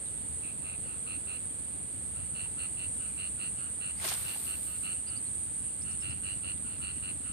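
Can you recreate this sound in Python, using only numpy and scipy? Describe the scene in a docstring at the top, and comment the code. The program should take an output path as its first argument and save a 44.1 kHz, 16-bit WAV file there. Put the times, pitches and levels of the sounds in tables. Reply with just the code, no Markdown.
"""A chorus of katydids buzzes on the bank of a still lake, each scrape ringing their wings.
Two frogs rattle to the right, pulses striking their vocal sacs. A small bird chips a few falling
phrases; a distant caller trills once. An angler casts: the rod swishes, line hisses off the spool,
the lure taps, the reel clicks. A far boat engine putters in a low rumble, mostly to the left,
and a light breeze bumps the microphones."""
import sys
import numpy as np
from scipy import signal
from scipy.fft import rfft, irfft, next_fast_len
from scipy.io import wavfile
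from scipy.ndimage import map_coordinates

SR = 44100
rng = np.random.default_rng(int(sys.argv[2]) if len(sys.argv) > 2 else 0)


def store_pcm(level_fs):
    """Save levels as 16-bit WAV."""
    pcm = np.round(np.clip(level_fs, -1, 1) * 32767).astype(np.int16)
    wavfile.write(sys.argv[1], SR, np.atleast_2d(pcm).T)


N = 322812

# Swell of the katydid chorus. Each row: time in seconds, level in dB.
CHORUS_SWELL = [(0, -41), (1.8, -41.5), (3.2, -40), (5.3, -39.5), (7.32, -41.5)]
# Massed wings. Each row: frequency in Hz, relative density in dB.
WING_SPECTRUM = [(5500, -32.5), (6500, -27), (7200, -14), (7550, -15.5), (8200, -1), (8750, 6), (9100, 5),
                 (9500, -5), (9950, -12), (10300, -23), (10800, -68), (11500, -92)]
# Near katydids. Each row: stroke rate in Hz, its drift as a share, pitch in Hz, width in Hz,
# relative level in dB, L-R in dB, left lag in ms, throb rate in Hz, throb depth in dB.
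NEAR_KATYDIDS = [(172.5, .004, 8050, 420, -12, -11, .311, 3, .5),
                 (176, .015, 8370, 380, -10, -13, .309, 5, 1), (115, .03, 8950, 360, -12.5, -7, .19, 7, 7),
                 (122, .045, 8780, 380, -9, -12, .307, 13, 1.2)]
# Near frog. Each row: start in seconds, pulse rate in Hz, pulse count, throat and sac in relative dB.
NEAR_FROG_CALLS = [(.4258, 96.7, 10, -64, -52.5), (.647, 97, 11, -59, -50), (.88, 91, 9, -59.5, -60),
                   (1.0671, 93.4, 10, -57.5, -47.3), (1.2746, 94.8, 10, -58, -47.3),
                   (2.16, 91, 8, -62, -66), (2.3527, 93.9, 11, -59.5, -46.5), (2.5839, 96.1, 8, -58.5, -46),
                   (2.7735, 95.6, 9, -63, -47), (3.005, 90, 9, -59.5, -62), (3.1797, 94.8, 10, -60, -45.3),
                   (3.3929, 95.6, 9, -58, -45.3), (3.602, 91, 9, -58, -60), (3.8131, 94.7, 10, -57, -45.7),
                   (4.03, 95, 10, -59, -53), (4.2522, 94.6, 10, -60, -43.7),
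                   (4.4691, 94.8, 9, -56.5, -45.5), (4.675, 91, 9, -59.5, -61),
                   (4.8364, 95.7, 10, -57, -44.3), (5.085, 91, 8, -60, -61), (5.865, 91, 8, -60, -61),
                   (6.0245, 95.5, 11, -57.5, -45), (6.2361, 95.9, 10, -58.5, -44.7),
                   (6.4355, 95, 9, -59, -44.5), (6.655, 91, 9, -59.5, -62), (6.8179, 95, 10, -56.5, -44.5),
                   (7.0273, 94.9, 9, -58.5, -45.3), (7.25, 91, 9, -59, -62)]
# Far frog. Each row: start in seconds, relative level in dB.
FAR_FROG_CALLS = [(0.599, -66), (0.84, -59.5), (2.148, -63.5), (2.649, -65), (2.991, -60), (3.571, -60),
                  (4.67, -58.5), (4.89, -61), (5.071, -57.5), (5.631, -65.5), (5.85, -56.5), (6.079, -58.5),
                  (6.279, -60), (6.66, -58), (6.901, -60), (7.24, -58.5)]
# Vocal sac. Each row: ratio to sac pitch, gain in dB, rise in seconds, peak after the pulse in seconds.
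SAC_MODES = [(.61, -20, .0009, 0), (.85, -20, .0016, -.001), (.995, -1.5, .0019, -.0002),
             (1.24, -22, .002, .0005), (1.495, -10.8, .0008, .0002)]
# Double knock of the throat. Columns as in SAC_MODES.
THROAT_MODES = [(.455, -1.8, .0018, -.0035), (.468, -1.2, .0018, -.0015)]
# Scatter from grass and shore. Each row: frequency in Hz, t60 in seconds.
BANK_DECAY = [(500, 0.11), (1300, 0.1), (3000, 0.089), (9000, 0.028)]
# Strength of the bank's return. Each row: frequency in Hz, gain in dB.
BANK_RESPONSE = [(900, -11), (1350, 1), (2000, 18), (2800, 0.5), (3600, -3), (4400, 13), (6000, -12)]
# Bird notes. Each row: start and length in seconds, top pitch in Hz, its place from 0 to 1, level in dB.
BIRD_NOTES = [(0.053, .037, 3940, .4, -55), (0.162, .035, 3720, 0.55, -57), (3.968, .02, 4800, .5, -56),
              (5.061, .044, 4880, .5, -51.5), (5.152, .044, 4760, .5, -51.5), (5.255, .035, 4350, .5, -55),
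              (5.811, .03, 6080, 1, -52), (5.911, .022, 6150, 1, -53), (6.003, .025, 5430, .5, -53),
              (6.098, .022, 5200, .55, -58)]
# Rod swish, line hiss, line slapping and rattling in the rod rings, reel click.
# Each row: frequency in Hz, relative density in dB.
SWISH_SPECTRUM = [(150, -41), (350, -6), (900, 2.5), (2200, 2), (3900, 1), (4700, -1), (5400, -5.5),
                  (8000, -2.5), (14000, -27)]
LINE_SPECTRUM = [(800, -13.5), (3000, -21), (6000, -19), (8500, -10), (10500, 3), (14300, -1.5)]
SLAP_SPECTRUM = [(1200, -16), (3300, -1.5), (6000, -1.5), (12000, -11)]
RATTLE_SPECTRUM = [(500, -19), (1400, -12), (2800, -6), (3500, 0), (4600, 1), (5500, -10), (6600, -6),
                   (8000, 3), (14000, -4.5)]
CLICK_SPECTRUM = [(600, -8), (1500, -2), (3800, 2), (6000, -7), (13000, -35)]
# Lure and line on the rod. Each row: start in seconds, pitch in Hz, relative level in dB, t60 in seconds.
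ROD_TAPS = [(.857, 507, -40.5, 0.033), (2.459, 900, -44, .025), (3.999, 2100, -34, .014),
            (4.046, 628, -33, 0.037), (4.055, 385, -33, 0.037), (4.117, 790, -29.5, 0.025),
            (4.358, 810, -37, 0.024)]
# Reel clicks. Each row: start in seconds, level in dB.
REEL_CLICKS = [(6.576, -52.5), (6.765, -52), (6.783, -54), (6.982, -55)]
# Boat engine. Each row: time in seconds, firing rate in Hz, relative level in dB.
ENGINE_RUN = [(0, 20.75, -58.5), (2.4, 20.7, -58), (5, 20.7, -61.5), (7.32, 21.8, -53)]
# Engine hum. Each row: frequency in Hz, relative harmonic level in dB.
HUM_SPECTRUM = [(41, -22), (83, 0), (125, -9), (207, -1), (250, -9), (415, -10), (500, -9), (580, -20)]
# Air bumps on the microphones. Each row: peak time in seconds, level in dB, L-R in dB.
AIR_BUMPS = [(0.862, -55, 2), (2.1, -50, -9), (2.222, -51.5, -16.5), (6.12, -54, 11)]
# Exhaust, air bump, far rumble, dull rush, open air. 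Each row: frequency in Hz, relative density in dB.
EXHAUST_SPECTRUM = [(35, -38), (60, 9.5), (85, 8.5), (130, -0.5), (200, 2.5), (300, 5), (345, -6.5),
                    (450, -15.5), (800, -25), (1500, -69.5)]
BUMP_SPECTRUM = [(30, -35.5), (60, -4.5), (85, -2), (140, -5), (250, -23.5), (600, -40), (1200, -76)]
RUMBLE_SPECTRUM = [(13, -68), (22, -50), (56, -4), (80, 4), (289, -8), (349, -14), (700, -33), (910, -39.5),
                   (1540, -120)]
WASH_SPECTRUM = [(200, -14.5), (330, -3), (450, -0.5), (650, -7), (900, -8.5), (1400, -48)]
AIR_SPECTRUM = [(200, -17.5), (500, 9.5), (1000, 5.5), (2000, 4.5), (4500, 1.5), (5500, -12),
                (10500, -42.5), (11800, -26), (13600, 3), (14400, -15)]


def katydids(mass_db=1.03, near_db=2.0, flutter_db=1.0):
    """Far singers merge into one band; each near one rings its wings once a stroke."""
    level_db, = curves(CHORUS_SWELL)
    out = amp(mass_db + flutter_db * wobble(16)) * rush(WING_SPECTRUM, alike=.066) * pan(-.27)
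    for stroke_hz, drift, pitch_hz, width_hz, db, pan_db, lag_ms, throb_hz, depth_db in NEAR_KATYDIDS:
        scrape = np.exp(np.cos(cycles(stroke_hz, drift))) * rng.standard_normal(N)
        ring = filtered(scrape, lambda hz: 1 / (1 + 1j * (hz - pitch_hz) / width_hz) ** 4)
        throb_db = depth_db * np.cos(cycles(throb_hz, drift=.056)) + .17 * wobble(.41)
        song = unit(ring * amp(throb_db))
        out += amp(near_db + db) * placed(song, lag_ms, pan_db)
    return amp(level_db) * out


def croaks(calls, modes, sac_hz, jitter, cold_flat=.085, warm_up_s=1.1, attack_s=.02, sag_db_per_s=60):
    """Pulse trains strike the modes. The frog starts its bout flat and warms up to pitch."""
    out, t = np.zeros(N), np.arange(SR // 100) / SR
    for start_s, pulse_hz, pulses, db in calls:
        call_hz = sac_hz * (1 - cold_flat * np.exp(-start_s / warm_up_s))
        for offset_s in np.arange(pulses) / pulse_hz:
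            onset = 1 - np.exp(-(offset_s + 1 / pulse_hz) / attack_s)
            force = onset * amp(db - sag_db_per_s * offset_s + rng.normal(0, 1))
            pitch_hz = call_hz * (1 + jitter * rng.standard_normal())
            pulse_s = start_s + offset_s + rng.normal(0, .0002)
            for ratio, mode_db, rise_s, peak_s in modes:
                shape = (t / rise_s * np.exp(1 - t / rise_s)) ** 3
                ring = shape * np.sin(2 * np.pi * (ratio * pitch_hz * t + rng.random()))
                add(out, pulse_s + peak_s - rise_s, force * amp(mode_db) * ring)
    return out


def frogs(near_db=13.4, far_db=13.5, near_wet_db=-12, far_wet_db=-5, far_pulse_hz=93, far_pulses=10):
    """The near frog's low throat knocks lead its bright sac by a pulse. A far, wetter frog answers."""
    throat_calls = [(s - 1 / hz, hz, pulses + 1, db) for s, hz, pulses, db, _ in NEAR_FROG_CALLS]
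    sac_calls = [(s, hz, pulses, db) for s, hz, pulses, _, db in NEAR_FROG_CALLS]
    far_calls = [(s, far_pulse_hz, far_pulses, db) for s, db in FAR_FROG_CALLS]
    throat = croaks(throat_calls, THROAT_MODES, sac_hz=2835, jitter=.02)
    sac = croaks(sac_calls, SAC_MODES, sac_hz=2835, jitter=.01)
    near = amp(near_db) * (throat + sac)
    far = amp(far_db) * croaks(far_calls, SAC_MODES, sac_hz=2850, jitter=.022)
    direct = placed(near, lag_ms=.482, pan_db=-1.2) + placed(far, lag_ms=.41, pan_db=-1.2)
    tail = bank_scatter(amp(near_wet_db) * near + amp(far_wet_db) * far)
    return direct + filtered(tail, lambda hz: amp(along(BANK_RESPONSE, hz)))


def bird(arch=180, rasp_db=3, rasp_share=.013, wet_db=-10):
    """Short, raspy chips arch up and over in pitch; the highest break off at the top."""
    out, flutter, waver = np.zeros(N), wobble(600), wobble(700)
    for start_s, length_s, top_hz, crest, db in BIRD_NOTES:
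        t = np.arange(round(length_s * SR)) / SR
        span = round(start_s * SR) + np.arange(len(t))
        pitch_hz = top_hz * (1 - arch * abs(t - crest * length_s) ** 1.8 + rasp_share * waver[span])
        gain = amp(db + rasp_db * flutter[span]) * np.sin(np.pi * t / length_s) ** .5
        add(out, start_s, gain * np.sin(2 * np.pi * np.cumsum(pitch_hz) / SR))
    return placed(out, lag_ms=.404, pan_db=-4) + amp(wet_db) * bank_scatter(out)


def trill(start_s=3.052, pips=5, rate_hz=27, pip_s=.02, pitch_hz=2400, db=-54, wet_db=-10):
    """A distant caller gives one run of soft, even pips."""
    out, t = np.zeros(N), np.arange(round(pip_s * SR)) / SR
    pip = amp(db) * np.sin(np.pi * t / pip_s) * np.sin(2 * np.pi * pitch_hz * t)
    for k in range(pips):
        add(out, start_s + k / rate_hz, pip)
    return placed(out, lag_ms=.22, pan_db=0) + amp(wet_db) * bank_scatter(out)


def rod_swish(swing_s=4.052, whip_s=4.118, swing_db=-36, whip_db=-40, wake_db=-47):
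    """The rod cuts the air on the swing and the whip back; the lure trails a fading rush."""
    swing = amp(swing_db) * envelope(swing_s, attack_s=.027, release_s=.042, hold_s=.004)
    whip = amp(whip_db) * envelope(whip_s, attack_s=.022, release_s=.026, hold_s=.008)
    wake = amp(wake_db) * envelope(whip_s, attack_s=.037, release_s=.22, hold_s=.12, sag_db_per_s=17)
    gain = np.sqrt(swing ** 2 + whip ** 2 + wake ** 2)
    return gain * amp(1.66 * wobble(90)) * rush(SWISH_SPECTRUM, alike=.11)


def fishing_line(start_s=4.05, flight_s=.96, braking=2.3, coil_hz=100, slowing_s=4.7,
                 hiss_db=-42, slap_db=-40, rattle_db=-47.5):
    """Coils burst off the spool, slap the rod rings and rattle through, easing as the lure slows."""
    flown_s = np.maximum(np.arange(N) / SR - start_s, 0)
    speed = np.maximum(1 - (flown_s / flight_s) ** braking, 0)
    flight = speed * envelope(start_s, attack_s=.03, release_s=.05, hold_s=flight_s, sag_db_per_s=4)
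    burst = amp(-1) * envelope(peak_s=4.07, attack_s=.03, release_s=.022)
    slap_gain = amp(slap_db) * envelope(peak_s=4.092, attack_s=.035, release_s=.04)
    slap = slap_gain * rush(SLAP_SPECTRUM, alike=.1) * pan(-4)
    coil = np.cos(cycles(coil_hz * np.exp(-flown_s / slowing_s), drift=.023))
    flutter = unit(amp(.5 * coil + 1.1 * wobble(28) + 1.2 * wobble(250)))
    hiss = amp(hiss_db) * flutter * rush(LINE_SPECTRUM, alike=0) * pan(5)
    rasp = unit(amp(2.5 * coil + 1.5 * wobble(70) + 3.5 * wobble(400)))
    rattle = flight * amp(rattle_db) * rush(RATTLE_SPECTRUM, alike=.1)
    return (flight + burst) * hiss + rasp * (slap + rattle)


def rod_taps(attack_s=.0016):
    """Lure and line tap the rod; each tap rings briefly at one pitch."""
    out, t = np.zeros(N), np.arange(SR // 8) / SR
    for start_s, hz, db, t60_s in ROD_TAPS:
        gain = amp(db - 60 * t / t60_s) * (1 - np.exp(-t / attack_s))
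        add(out, start_s, gain * np.sin(2 * np.pi * hz * t))
    return out * pan(4)


def reel(t60_s=.025):
    """The angler works the reel: short, dry clicks."""
    strikes, t = np.zeros(N), np.arange(SR // 10) / SR
    for start_s, db in REEL_CLICKS:
        add(strikes, start_s, amp(db - 60 * t / t60_s))
    return strikes * rush(CLICK_SPECTRUM, alike=0) * pan(-3)


def boat(exhaust_gain_db=-1, hum_db=-61.5, fade_db_per_s=1.2, harmonics=14):
    """A far one-cylinder engine: a dull, smeared puff per firing, over a receding even-harmonic hum."""
    firing_hz, level_db = curves(ENGINE_RUN)
    phase = cycles(firing_hz, drift=.00295)
    puffs = np.exp(1.57 * np.cos(phase)) * rush([(100, 0)], alike=.43)  # white noise, pulsed
    dull_puffs = unit(filtered(puffs, lambda hz: amp(along(EXHAUST_SPECTRUM, hz))))
    exhaust = amp(level_db + exhaust_gain_db) * dull_puffs
    tones = np.zeros(N)
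    for order in range(2, 2 * harmonics + 1, 2):
        tone_db = along(HUM_SPECTRUM, order * firing_hz[0]) + 1.8 * wobble(2.3)
        tones += amp(tone_db) * np.sin(order * phase + 2 * np.pi * rng.random())
    hum = amp(hum_db - fade_db_per_s * np.arange(N) / SR) * unit(tones)
    return (exhaust + hum) * pan(13.5)


def breeze(half_bump_s=.045, arrival_s=6.02, rise_s=.23, steady_db=-58, lumpy_db=3):
    """Air bumps the microphones a few times, then keeps nudging mainly the left one."""
    t = np.arange(N) / SR
    bumps = sum(amp(db) * np.exp(-((t - peak_s) / half_bump_s) ** 2) * pan(pan_db)
                for peak_s, db, pan_db in AIR_BUMPS)
    onset = np.exp(np.minimum(t - arrival_s, 0) / rise_s)
    steady = amp(steady_db + lumpy_db * wobble(11)) * onset * pan(9.4)
    return (bumps + steady) * rush(BUMP_SPECTRUM, alike=.27)


def background(rumble_db=-53.5, swell_share=.099, wash_db=-60.5, fade_db_per_s=1.23, air_db=-57):
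    """Far rumble on the left that swells with the boat, a fading dull rush, and open-country hiss."""
    _, engine_db = curves(ENGINE_RUN)
    swell_db = swell_share * (engine_db - engine_db.mean()) + .54 * wobble(15)
    rumble = amp(rumble_db + swell_db) * rush(RUMBLE_SPECTRUM, alike=.55) * pan(12.45)
    wash = amp(wash_db - fade_db_per_s * np.arange(N) / SR) * rush(WASH_SPECTRUM, alike=.36) * pan(1.7)
    return rumble + wash + amp(air_db) * rush(AIR_SPECTRUM, alike=-.073)


def bank_scatter(x, delay_s=.004):
    """Grass and shore return a short diffuse tail, new for each side and each quarter second."""
    out, block = np.zeros((2, N)), SR // 4
    for start in range(0, N, block):
        hz, t, noise = signal.stft(rng.standard_normal((2, block)), SR, nperseg=256)
        decay = amp(-60 * t / along(BANK_DECAY, hz)[:, None])
        _, tails = signal.istft(noise * decay, SR, nperseg=256)
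        for side, tail in zip(out, tails):
            echo = signal.fftconvolve(x[start:start + block], tail / np.linalg.norm(tail))
            add(side, start / SR + delay_s, echo)
    return out


def amp(db):
    return 10 ** (np.asarray(db) / 20)


def unit(x):
    """Scale to rms 1."""
    return x / np.sqrt(np.mean(x ** 2) + 1e-20)


def along(points, hz):
    """Interpolate (Hz, value) points on a log axis."""
    knots_hz, values = np.transpose(points)
    return np.interp(np.log(hz + 1), np.log(knots_hz + 1), values)


def curves(rows):
    """One value per sample for each column after the time."""
    times_s, *columns = np.transpose(rows)
    return [np.interp(np.arange(N) / SR, times_s, column) for column in columns]


def wobble(rate_hz):
    """A smooth random curve with knots at rate_hz."""
    knots = rng.standard_normal(int(N * rate_hz / SR) + 4)
    return map_coordinates(knots, [np.arange(N) * rate_hz / SR])


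def cycles(rate_hz, drift):
    """Phase in radians of a rhythm whose rate drifts by a share."""
    return 2 * np.pi * (rng.random() + np.cumsum(rate_hz * (1 + drift * wobble(3))) / SR)


def envelope(peak_s, attack_s, release_s, hold_s=0, sag_db_per_s=0):
    """Rise to 1, sag while held, die away; attack and release are time constants."""
    t = np.arange(N) / SR - peak_s
    sag = amp(-sag_db_per_s * np.clip(t, 0, hold_s))
    return sag * np.exp(np.minimum(t, 0) / attack_s - np.maximum(t - hold_s, 0) / release_s)


def filtered(x, response):
    """Apply a complex response, a function of Hz."""
    size = next_fast_len(N + SR // 2)
    return irfft(rfft(x, size) * response(np.fft.rfftfreq(size, 1 / SR)), size)[..., :N]


def rush(spectrum, alike):
    """Coloured stereo noise of rms 1; alike is the left-right correlation."""
    angle = np.arccos(np.clip(alike, -1, 1)) / 2
    noise = filtered(rng.standard_normal((2, N)), lambda hz: amp(along(spectrum, hz)))
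    mid, side = noise * [[np.cos(angle)], [np.sin(angle)]]
    return unit(np.array([mid + side, mid - side]))


def add(track, start_s, sound):
    part = track[max(round(start_s * SR), 0):][:len(sound)]
    part += sound[:len(part)]


def pan(db):
    """Stereo gains for an L-R level difference."""
    return amp([[db / 2], [-db / 2]])


def placed(x, lag_ms, pan_db):
    """A source to the right reaches the left microphone later."""
    left = filtered(x, lambda hz: np.exp(-2j * np.pi * hz * lag_ms / 1000))
    return pan(pan_db) * np.array([left, x])


def scene():
    animals = katydids() + frogs() + trill() + bird()
    angler = rod_swish() + fishing_line() + rod_taps() + reel()
    return animals + angler + boat() + breeze() + background()


def record(dry, top_hz=14280):
    """Brick-wall band limit."""
    return filtered(dry, lambda hz: hz < top_hz)


dry = scene()
out = record(dry)
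store_pcm(out)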